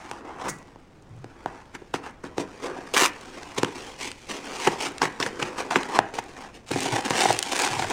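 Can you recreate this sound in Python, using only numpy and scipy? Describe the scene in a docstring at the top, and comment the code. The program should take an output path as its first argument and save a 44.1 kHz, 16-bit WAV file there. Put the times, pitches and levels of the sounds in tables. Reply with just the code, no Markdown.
"""A knife rasps through the end of a cardboard mailing box, scrapes free and rings briefly.
Fingers scrape and pry by stick-slip friction, the glued seal fractures ridge by ridge, and the flaps
buckle open, each release exciting the resonances of flap and box. Last, crumpled packing paper is
dragged out, rustling as its creases flip. The box lies close by on a cloth-covered table, where it
thuds softly; a small room adds a short reverberation and a low noise."""
import sys
import numpy as np
from scipy import signal
from scipy.fft import rfft, irfft, next_fast_len
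from scipy.io import wavfile
from scipy.ndimage import map_coordinates

SR = 44100
rng = np.random.default_rng(int(sys.argv[2]) if len(sys.argv) > 2 else 0)


def waveform_to_disk(signal):
    """Save audio, clipped to [-1, 1], as 16-bit WAV at the path in sys.argv[1]."""
    frames = np.transpose(np.atleast_2d(signal))
    scaled = np.clip(frames, -1, 1) * 32767
    samples = np.round(scaled).astype(np.int16)
    wavfile.write(sys.argv[1], SR, samples)


N = 349272
STEP = 32  # samples per step of a stroke's envelope


# modes of the box walls and enclosed air: (frequency [Hz], bandwidth [Hz], gain [dB])
BOX_MODES = [(110, 35, -8), (160, 60, -11), (285, 120, -3), (380, 150, 0), (500, 130, -5)]
# spectrum of breaking fibres: (frequency [Hz], relative level [dB])
CRACK_SPECTRUM = [(1500, 6), (2700, 16), (4200, 9.5), (7000, 8), (9500, 0.5), (11800, -16), (13500, -8),
                  (16000, -28)]
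# the cardboard buckles or slips free:
# (time [s], knock level [dB], pop level [dB], crack level [dB], flap frequency [Hz], crush time [s])
SNAPS = [(0.1134, -37, -32, -39, 925, 0.00012), (0.487, -34.5, -32.5, -49, 1270, 0.0043),
         (0.759, -47, -46.5, -64, 760, .0007), (1.2436, -38, -41, -52, 720, 0.00035),
         (1.4597, -31, -24, -46, 714, 0.0002), (1.751, -39, -33.5, -40, 1370, 0.0069),
         (1.819, -40, -48, -66, 815, 0.0035), (1.941, -24.5, -22.5, -33, 796, 0.0024),
         (2.2402, -32, -37.5, -47, 1240, 0.0049), (2.3812, -23.5, -26, -36, 800, 0.0018),
         (2.966, -26, -20, -31, 1186, 0.0028), (3.0198, -24.5, -20.5, -29, 1030, 0.0022),
         (3.583, -23, -27.5, -26.5, 930, 0.0061), (3.6323, -17.5, -21, -28.5, 960, 0.001),
         (3.647, -47, -28.5, -33, 1370, 0.0011), (4.6742, -15, -13.5, -24, 865, 0.005),
         (5.018, -28, -18.5, -27.5, 1270, 0.0013), (5.0312, -24, -20.5, -36, 1010, 0.0028),
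         (5.054, -32.5, -25.5, -33, 1240, 0.002), (5.2012, -27, -30, -32, 1410, 0.0012),
         (5.2277, -44, -23.5, -32.5, 1900, 0.0029), (5.2635, -29, -28, -31, 1760, 0.0023),
         (5.427, -27.5, -25.5, -29, 1380, 0.0036), (5.7105, -38, -26.5, -38, 910, 0.0016),
         (5.7585, -32, -15.5, -54, 1370, 0.00022), (5.7608, -17.5, -21, -28, 965, 0.0092),
         (5.9894, -21.5, -10.5, -24.5, 826, 0.00027), (6.1876, -33, -23, -33.5, 900, 0.0057),
         (6.7119, -23, -27.5, -41, 866, 0.004), (6.7603, -23.5, -27, -56, 686, 0.0017),
         (6.8581, -29, -26, -29.5, 670, 0.0077), (7.107, -22.5, -21, -27, 900, 0.002),
         (7.2567, -24, -16, -47, 774, 0.0023), (7.3044, -24.5, -17.5, -48, 726, 0.004),
         (7.795, -32, -22, -30, 790, 0.0059), (7.823, -32, -25, -33, 820, 0.0041),
         (7.844, -80, -26.5, -37, 836, 0.0027), (7.909, -28, -23, -31.5, 825, 0.01)]
def snapping(size=4096):
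    """Buckling frees stored elastic energy: the flap pops, the box knocks and fibres crack."""
    out, lead = np.zeros(N), size // 4
    t = (np.arange(size) - lead) / SR
    for s, knock_db, pop_db, crack_db, pop_hz, crush_s in SNAPS:
        # a quick snap is one clean impulse, a slow crush is mostly small slips around it
        fade_s = max(crush_s, 1 / SR) * np.where(t < 0, 0.65, 1)
        drive = 0.26 * np.tanh(crush_s / 0.002) * rng.standard_normal(size) * np.exp(-np.abs(t) / fade_s)
        drive[lead] += 1
        drive = whiten(fold_echoes(drive, echo_db=-8.5, t60=0.012), share=0.3)
        push = top_wall(drive)
        flap = resonate(push, [(pop_hz, 320, 0), (1.35 * pop_hz, 900, -5)])
        pop = amp(pop_db) * burst(band(flap, 568, 2.35 * pop_hz))
        # slow, long bending waves reach the box walls a moment later
        body = np.roll(resonate(push, BOX_MODES), round(0.001 * SR))
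        knock = amp(knock_db) * burst(band(body, 120, 900, order=2))
        splinters = whiten(fold_echoes(drive, echo_db=1, t60=0.0041), share=0.45)
        fibres = coloured(splinters, CRACK_SPECTRUM)
        crack = amp(crack_db) * burst(band(fibres, 1100, 24000, order=2))
        add(out, s - lead / SR, pop + knock + crack)
    return out


# spectrum of the tearing seal: (frequency [Hz], relative level [dB])
SEAL_SPECTRUM = [(200, -18), (370, 2), (700, -3.5), (1150, 10), (2000, 0.5), (3000, -1.5), (4200, -7),
                 (6500, -7), (9500, -13.5), (11800, -24.5), (13800, -19), (16000, -32)]
# the seal catches, then gives way in one pull:
# (start [s], duration [s], level [dB], swell [dB], relative hiss [dB], relative body [dB])
RIPS = [(2.938, 0.028, -28.5, -4, 0, -2), (2.967, 0.092, -20.7, -1, -.8, -9.5)]
def ripping(ridges_per_s=155, jerk_decay_s=0.0025):
    """Intermittent fracture: each glued ridge gives way with a jerk and a spray of breaking fibres."""
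    levels = stroke_gains(RIPS, attack_s=0.003, release_s=0.011, hiss_release_s=0.013)
    spacing, strength = rng.random((round(2 * ridges_per_s * N / SR), 2)).T
    onsets = np.cumsum(0.5 + spacing) / ridges_per_s
    t = np.arange(N) / SR + onsets[0]
    ridge = np.searchsorted(onsets, t, side="right") - 1
    jerks = amp(4 * strength[ridge]) * (0.3 + np.exp((onsets[ridge] - t) / jerk_decay_s))
    fibres = slips(rate=3500, spread_db=2.5, smooth=0.5)
    return friction(levels, SEAL_SPECTRUM, jerks * fibres, judder_db=1, judder_rate=460)


# spectrum of rubbed cardboard: (frequency [Hz], relative level [dB])
CARDBOARD_SPECTRUM = [(200, -5), (310, -4.5), (600, -4.5), (880, 2), (1200, 6), (1800, -0.5), (3800, -15),
                      (6000, -15), (9500, -23.5), (11800, -41.5), (13500, -34), (16000, -46)]
# the holding hand rubs the box, and torn edges make it hiss: (time [s], level [dB], relative hiss [dB])
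GRIP = [(0, -50.5, -21), (.52, -49.5, -10.5), (.9, -65, -5), (1.4, -53, -9.5), (1.87, -60.5, -3),
        (2.2, -58.5, -9), (2.55, -49, -5.5), (3.5, -45, -3.5), (4.21, -55, 2.5), (4.5, -39.5, -5),
        (5.15, -45, -6.5), (5.85, -39.5, -8), (6.1, -47.5, -8.5), (6.3, -48.5, -3.5), (6.65, -62, -4)]
# slides over the cardboard:
# (start [s], duration [s], level [dB], swell [dB], relative hiss [dB], relative body [dB])
RUBS = [(0.0, 0.19, -46, -4, -7, -4.5), (.25, 0.24, -48.5, -11, -12.5, -2.5),
        (.4, 0.072, -35.5, 11, -9.5, -6), (1.47, 0.15, -46.5, -5, -13.5, -7),
        (1.946, 0.026, -34.5, -12, -7, -11.5), (2.04, 0.037, -38, 0.5, -11, -11),
        (2.25, 0.024, -40.5, -2, -9.5, 3), (2.385, 0.029, -36.5, -0.5, -3.5, 5.5),
        (2.63, 0.033, -36, 2, -5, -0.5), (2.68, 0.18, -43.5, -9, -19, 3), (3.33, 0.053, -52, 20, -3, 4),
        (3.565, 0.16, -42, -14, -4, -19), (3.75, 0.19, -44.5, -7.5, -1.5, -1.5),
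        (3.997, 0.083, -39.5, 1, 3.5, -4), (4.293, 0.08, -37, -0.5, 0, 1), (4.45, 0.215, -42.5, 18, 2, -8),
        (4.69, 0.042, -36.5, 4.5, -2, -12), (4.803, 0.068, -33, 0, 1, -4),
        (5.018, 0.037, -26, -5, -5, -6.5), (5.208, 0.069, -33.5, -5, -3, -2),
        (5.394, 0.086, -33, -7.5, -7, -3), (5.585, 0.017, -29.5, -1.5, -4, -3.5),
        (5.705, 0.16, -33.5, -19, -7.5, -13), (5.885, 0.081, -34, 18, -7.5, -3.5),
        (6.14, 0.045, -42.5, -10, 0.5, 3.5), (6.365, 0.1, -43, 1, -7, -2), (6.55, 0.019, -51, -1, 3, 6.5)]
def scraping():
    """Stick-slip friction: blade, skin and flap edges cross the cardboard in a fine, dense grain."""
    rubs = stroke_gains(RUBS, attack_s=0.01, release_s=0.027, hiss_release_s=0.019)
    level, hiss = gain_curves(GRIP)
    grip = np.array([0.87 * level, level, hiss * level])
    grain = slips(rate=1700, spread_db=5, smooth=0.95)
    return friction(np.hypot(rubs, grip), CARDBOARD_SPECTRUM, grain, judder_db=1.5, judder_rate=110)


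# spectrum of dragged paper: (frequency [Hz], relative level [dB])
PAPER_SPECTRUM = [(200, -7), (370, 0), (600, -9.5), (820, -2.5), (1100, -4.5), (2200, -5), (4000, -13.5),
                  (6500, -14), (9500, -20), (11800, -39), (13300, -32), (16000, -46)]
# tugs at the packing paper:
# (start [s], duration [s], level [dB], swell [dB], relative hiss [dB], relative body [dB])
TUGS = [(6.668, 0.022, -45.5, 9, -0.5, -18), (6.715, 0.16, -34.5, 4.5, -2, -1),
        (6.922, 0.033, -28, 1, -6, -4.5), (7.05, 0.15, -30, 3, -5, -3.5), (7.17, 0.14, -26.5, -1, -1, -5),
        (7.35, 0.17, -39.5, 14.5, -1, -6), (7.525, 0.13, -27.5, 7, -3, -6),
        (7.7, 0.2, -34.5, -5.5, -3.5, -5.5)]
def rustling():
    """Sliding friction: crumpled paper rustles as it drags along the inside of the box."""
    levels = stroke_gains(TUGS, attack_s=0.006, release_s=0.07, hiss_release_s=0.06)
    grain = slips(rate=1700, spread_db=5, smooth=0.6)
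    return friction(levels, PAPER_SPECTRUM, grain, judder_db=1.6, judder_rate=120)


# loud creases in the packing paper: (time [s], level [dB])
CREASES = [(6.716, -33), (6.8052, -31), (6.8318, -34.5), (7.009, -40.5), (7.1, -35), (7.328, -29),
           (7.39, -23.5), (7.4273, -25), (7.523, -31.5), (7.565, -30), (7.591, -28), (7.62, -27),
           (7.6498, -29), (7.9009, -34)]
def crinkling():
    """Crackling noise: a few loud creases flip among many small ones in the paper and torn flaps."""
    out = small_creases(TUGS, rate=50, offset_db=-12) + small_creases(RUBS, rate=20, offset_db=-17)
    for s, db in CREASES:
        add(out, s, crease(db, hz=3300 * 2 ** (0.59 * rng.random())))
    return out


def small_creases(strokes, rate, offset_db):
    """Random buckling: creases flip during each stroke, louder where it hisses more."""
    out = np.zeros(N)
    for start, length, db, _, hiss_db, _ in strokes:
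        for when, size, octaves in rng.random((round(rate * length), 3)):
            tick_db = db + hiss_db + offset_db + 14 * size ** 2
            add(out, start + when * length, crease(tick_db, hz=3000 * 2 ** octaves))
    return out


def crease(db, hz, size=1024):
    """Snap-through: one crease flips with a bright tick, too light to move the box."""
    flick = rng.standard_normal(size) * amp(-60 * np.arange(size) / SR / 0.008)
    tick = resonate(flick, [(hz, 1.4 * hz, 0), (7800, 2500, -9)])
    return amp(db) * burst(coloured(tick, [(200, -25), (1200, 0), (9000, 0), (11800, -19), (14000, -12)]))


# strokes of the knife: (start [s], duration [s], level [dB], swell [dB])
CUTS = [(0.0, 0.17, -52.5, 18), (0.252, 0.071, -43, 8), (0.378, 0.095, -39, 10)]
def slicing():
    """Forced vibration: the blade saws through fibres and the end flap rasps in one hollow band."""
    teeth = slips(rate=1600, spread_db=-4, smooth=0.37)
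    sawing = per_sample(sum(stroke(*cut, attack_s=0.014, release_s=0.01) for cut in CUTS))
    return sawing * unit(band(teeth, 680, 1050, order=2))


# spectrum of the edge leaving the cut: (frequency [Hz], relative level [dB])
ZIP_SPECTRUM = [(2500, -18), (5000, -7), (6500, 2.5), (9800, -6), (11800, -21), (14500, -17)]
# modes of the blade: (frequency [Hz], level [dB], 60 dB decay time [s])
BLADE_MODES = [(1210, -39, 0.16), (1950, -37, 0.32), (2155, -38, 0.21), (4580, -52, 0.28)]
def blade_release(exit_s=0.483):
    """Free vibration: the blade scrapes out with a bright zip and rings on in its damped modes."""
    out, t = np.zeros(N), np.arange(SR // 2) / SR
    # the blade sits loose in its handle, which roughens the ring
    ring = sum(amp(db - 60 * t / t60) * np.sin(2 * np.pi * hz * t + wobble(130)[:len(t)])
               for hz, db, t60 in BLADE_MODES)
    add(out, exit_s, ring * (1 - np.exp(-t / 0.0036)))
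    edge = unit(coloured(rng.standard_normal(len(t)), ZIP_SPECTRUM))
    envelope = np.exp(-((t - 0.013) / 0.011) ** 2) + amp(-7.5) * np.exp(-t / 0.041)
    add(out, exit_s, amp(-34) * edge * envelope)
    return out


# creaks of the bent flap: (time [s], level [dB])
CREAKS = [(5.0198, -28), (5.202, -31.5), (5.228, -31)]
def creaking(hz=5180, bandwidth_hz=650, slip_s=0.0015, size=1024):
    """Resonance: a brief burst of slips in the fold rings one narrow, bright mode."""
    out, t = np.zeros(N), (np.arange(size) - size // 2) / SR
    fold = [(hz, bandwidth_hz, 0)]
    for s, db in CREAKS:
        rubbing = rng.standard_normal(size) * np.exp(-(t / slip_s) ** 2)
        ring = resonate(resonate(rubbing, fold), fold)
        add(out, s - size / 2 / SR, amp(db) * burst(ring))
    return out


# dry ticks of the strained cardboard: (time [s], level before filtering [dB])
STRAIN_TICKS = [(.6275, -56), (1.656, -60), (3.432, -44), (4.116, -36), (4.982, -36), (5.832, -34)]
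def straining(fibre_count=35):
    """Acoustic emission: the gripped box flexes, giving a few clear ticks and many faint fibre clicks."""
    out, grip = np.zeros(N), gain_curves(GRIP)[0]
    for s, db in STRAIN_TICKS:
        tick = crease(db, hz=2200 * 2 ** (0.5 * rng.random()))
        add(out, s, band(tick, 500, 7500, order=1))
    for when, size, octaves in rng.random((fibre_count, 3)):
        s = when * GRIP[-1][0]
        add(out, s, grip[int(s * SR)] * crease(-15 + 14 * size ** 2, hz=4000 * 2 ** octaves))
    return out


# pushes against the table: (time [s], level [dB], half-width [s], sway frequency [Hz])
BUMPS = [(.5, -34, 0.057, 160), (1.18, -34, 0.14, 110), (6.742, -29, 0.019, 114),
         (6.922, -27.5, 0.0093, 111), (7.297, -32, 0.035, 130), (7.789, -28.5, 0.12, 105.5)]
def jostling(size=8192):
    """Compliant contact: soft pushes against the cloth excite only the lowest sway of the box."""
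    out, t = np.zeros(N), (np.arange(size) - size // 2) / SR
    for s, db, half_width_s, hz in BUMPS:
        push = rng.standard_normal(size) * np.exp(-(t / half_width_s) ** 2)
        add(out, s - size / 2 / SR, amp(db) * burst(band(push, 0.83 * hz, 1.3 * hz)))
    return out


def slips(rate, spread_db, smooth):
    """A Poisson process: about rate tiny releases a second, unequal in size, over a smooth rub."""
    happens = rng.random(N) < rate / SR
    size = amp(spread_db * np.minimum(rng.standard_exponential(N), 3.5))
    sign = np.sign(rng.standard_normal(N))
    return unit(unit(happens * size * sign) + smooth * rng.standard_normal(N))


def friction(levels, spectrum, drive, judder_db, judder_rate):
    """Broadband excitation: clumps of slips shake the box body, the sheet and its fibres together."""
    clumps = drive * amp(judder_db * wobble(judder_rate))
    sound = moving_contact(coloured(clumps, spectrum))
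    bands_hz = [(212, 600), (600, 2500), (2500, 18000)]  # body, scrape, hiss
    return sum(gain * unit(band(sound, lo, hi)) for gain, (lo, hi) in zip(levels, bands_hz))


def stroke(start, length, db, swell_db, attack_s, release_s, arch_db=0.5):
    """Level follows sliding speed: a slide's gain ramps by swell_db and arches in its faster middle."""
    t = np.arange(0, N, STEP) / SR - start
    position = np.clip(t / length, 0, 1) - 0.5
    pressing = amp(db + swell_db * position + arch_db * (np.cos(np.pi * position) - 2 / np.pi))
    # a slide that is loudest at its start has broken loose suddenly
    rise_s = attack_s * amp(1.5 * min(swell_db, 0))
    return pressing * np.exp(np.minimum(t, 0) / rise_s - np.maximum(t - length, 0) / release_s)


def stroke_gains(strokes, attack_s, release_s, hiss_release_s):
    """Incoherent sources add in power: the gains of body, scrape and hiss for a run of strokes."""
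    power = 0
    for s, length, db, swell_db, hiss_db, body_db in strokes:
        scrape = stroke(s, length, db, swell_db, attack_s, release_s)
        hiss = stroke(s, length, db + hiss_db, swell_db, attack_s, hiss_release_s)
        power = power + np.array([amp(body_db) * scrape, scrape, hiss]) ** 2
    return per_sample(np.sqrt(power))


def moving_contact(x, size=4096):
    """A plate's response depends on the driving point, so its ring changes as the contact travels."""
    hop = size // 2
    padded = np.pad(x, (hop, size))
    out = np.zeros(len(padded))
    for start in range(0, N + hop, hop):
        piece = padded[start:start + size] * signal.get_window("hann", size)
        out[start:start + size] += top_wall(fold_echoes(piece, echo_db=-6.5, t60=0.013))
    return out[hop:hop + N]


def fold_echoes(x, echo_db, t60, size=1024):
    """Multiple reflection: bending waves bounce between the folds for a few milliseconds."""
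    t = np.arange(size) / SR
    response = rng.standard_normal(size) * amp(-60 * t / t60) * (1 - np.exp(-t / 0.00047))
    response *= amp(echo_db) / np.linalg.norm(response)
    response[0] = 1  # the direct wave
    return signal.fftconvolve(x, response)[:len(x)]


# response of the broad top wall: (frequency [Hz], gain [dB])
WALL_RESPONSE = [(480, 7.5), (590, 1.5), (740, 5.5), (920, 4), (1250, -3.5), (1500, -0.5)]
def top_wall(x):
    """Plate radiation: the wall colours the sound, its resonances shifting as the hand flexes it."""
    flex = np.exp(0.03 * rng.standard_normal())
    return coloured(x, np.array(WALL_RESPONSE) * [flex, 1])


# reverberation of the small room: (frequency [Hz], 60 dB decay time [s])
ROOM_DECAY = [(150, 0.32), (1000, 0.51), (3000, 0.33), (10000, 0.12)]
def reverberation(x, delay_s=0.00398):
    """A diffuse field decays exponentially: a short, soft tail in which the treble dies first."""
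    hz, t, noise = signal.stft(rng.standard_normal(SR // 2), SR, nperseg=256)
    decay = amp(-60 * t / along(ROOM_DECAY, hz)[:, None])
    tail = signal.istft(noise * decay, SR, nperseg=256)[1]
    tail = coloured(tail / np.linalg.norm(tail), [(150, 12.5), (1000, -1.5), (2500, 5.5), (8000, -24)])
    return signal.fftconvolve(np.pad(x, (round(delay_s * SR), 0)), tail)[:N]


# spectrum of the quiet room: (frequency [Hz], relative level [dB])
NOISE_SPECTRUM = [(28, -11), (80, -10), (400, -18), (850, -26), (8000, -50), (11800, -61), (16000, -59)]
def room_noise():
    """Stationary noise: a faint floor, strongest in the bass."""
    return amp(-52) * unit(coloured(rng.standard_normal(N), NOISE_SPECTRUM, size=8192))


def resonate(x, modes):
    """Modal superposition: drive resonances given as (frequency [Hz], bandwidth [Hz], gain [dB])."""
    size = next_fast_len(2 * len(x))
    f = np.fft.rfftfreq(size, 1 / SR)
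    response = sum(amp(db) * 1j * f * width / (hz * hz - f * f + 1j * f * width)
                   for hz, width, db in modes)
    return irfft(rfft(x, size) * response, size)[:len(x)]


def coloured(x, spectrum, size=1024):
    """Minimum-phase filtering by a curve of (frequency [Hz], gain [dB])."""
    cepstrum = irfft(np.log(amp(along(spectrum, np.fft.rfftfreq(size, 1 / SR)))))
    cepstrum[1:size // 2] *= 2
    cepstrum[size // 2 + 1:] = 0
    return signal.fftconvolve(x, irfft(np.exp(rfft(cepstrum))))[:len(x)]


def whiten(x, share):
    """Partial whitening evens out peaks and notches, so that a burst clicks without a pitch."""
    spectrum = rfft(x)
    return irfft(spectrum / (np.abs(spectrum) + 1e-9) ** share, len(x))


def band(x, lo, hi, order=3):
    """Causal band-pass filtering from lo to hi [Hz]."""
    sections = signal.butter(order, [lo, min(hi, SR / 2 - 1)], "band", fs=SR, output="sos")
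    return signal.sosfilt(sections, x)


def wobble(rate):
    """Random modulation: a smooth curve with rate knots a second."""
    return map_coordinates(rng.standard_normal(int(N * rate / SR) + 4), [np.arange(N) * rate / SR])


def gain_curves(rows):
    """Interpolation in decibels: a gain per sample for each level column, silent outside the rows."""
    times, *columns = np.transpose(rows)
    return [amp(np.interp(np.arange(N) / SR, times, db, left=-120, right=-120)) for db in columns]


def along(points, hz):
    """Interpolation of (frequency [Hz], value) points on a logarithmic frequency axis."""
    frequencies, values = np.transpose(points)
    return np.interp(np.log(hz + 1), np.log(frequencies + 1), values)


def per_sample(gain):
    """Zero-order hold: each gain value lasts STEP samples."""
    return np.repeat(gain, STEP, axis=-1)[..., :N]


def amp(db):
    """Amplitude ratio of a level in decibels."""
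    return 10 ** (np.asarray(db) / 20)


def unit(x):
    """Power normalisation to rms 1."""
    return x / np.sqrt(np.mean(x ** 2) + 1e-20)


def burst(x):
    """Energy normalisation to that of 10 ms at rms 1."""
    return x * np.sqrt(0.01 * SR / (np.sum(x ** 2) + 1e-20))


def add(track, s, sound):
    """Superposition of a sound on the track at time s."""
    start = round(s * SR)
    track[start:start + len(sound)] += sound[:N - start]


def scene():
    """Superposition of the direct handling sounds, their reverberation and the room's noise."""
    strokes = slicing() + blade_release() + scraping() + ripping() + rustling() + jostling()
    hits = snapping() + creaking() + crinkling() + straining()
    floor = room_noise()
    tail = reverberation(amp(-18) * hits + amp(-18.5) * strokes)
    return (strokes + hits + tail + floor)[None]


def record(dry, cutoff_hz=16200):
    """Hard clipping at full scale, then band limiting: nothing passes above the cutoff."""
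    size = next_fast_len(N + SR // 2)
    spectrum = rfft(np.clip(dry, -1, 1), size)
    return irfft(spectrum * (np.fft.rfftfreq(size, 1 / SR) < cutoff_hz), size)[:, :N]


dry = scene()
out = record(dry)
waveform_to_disk(out)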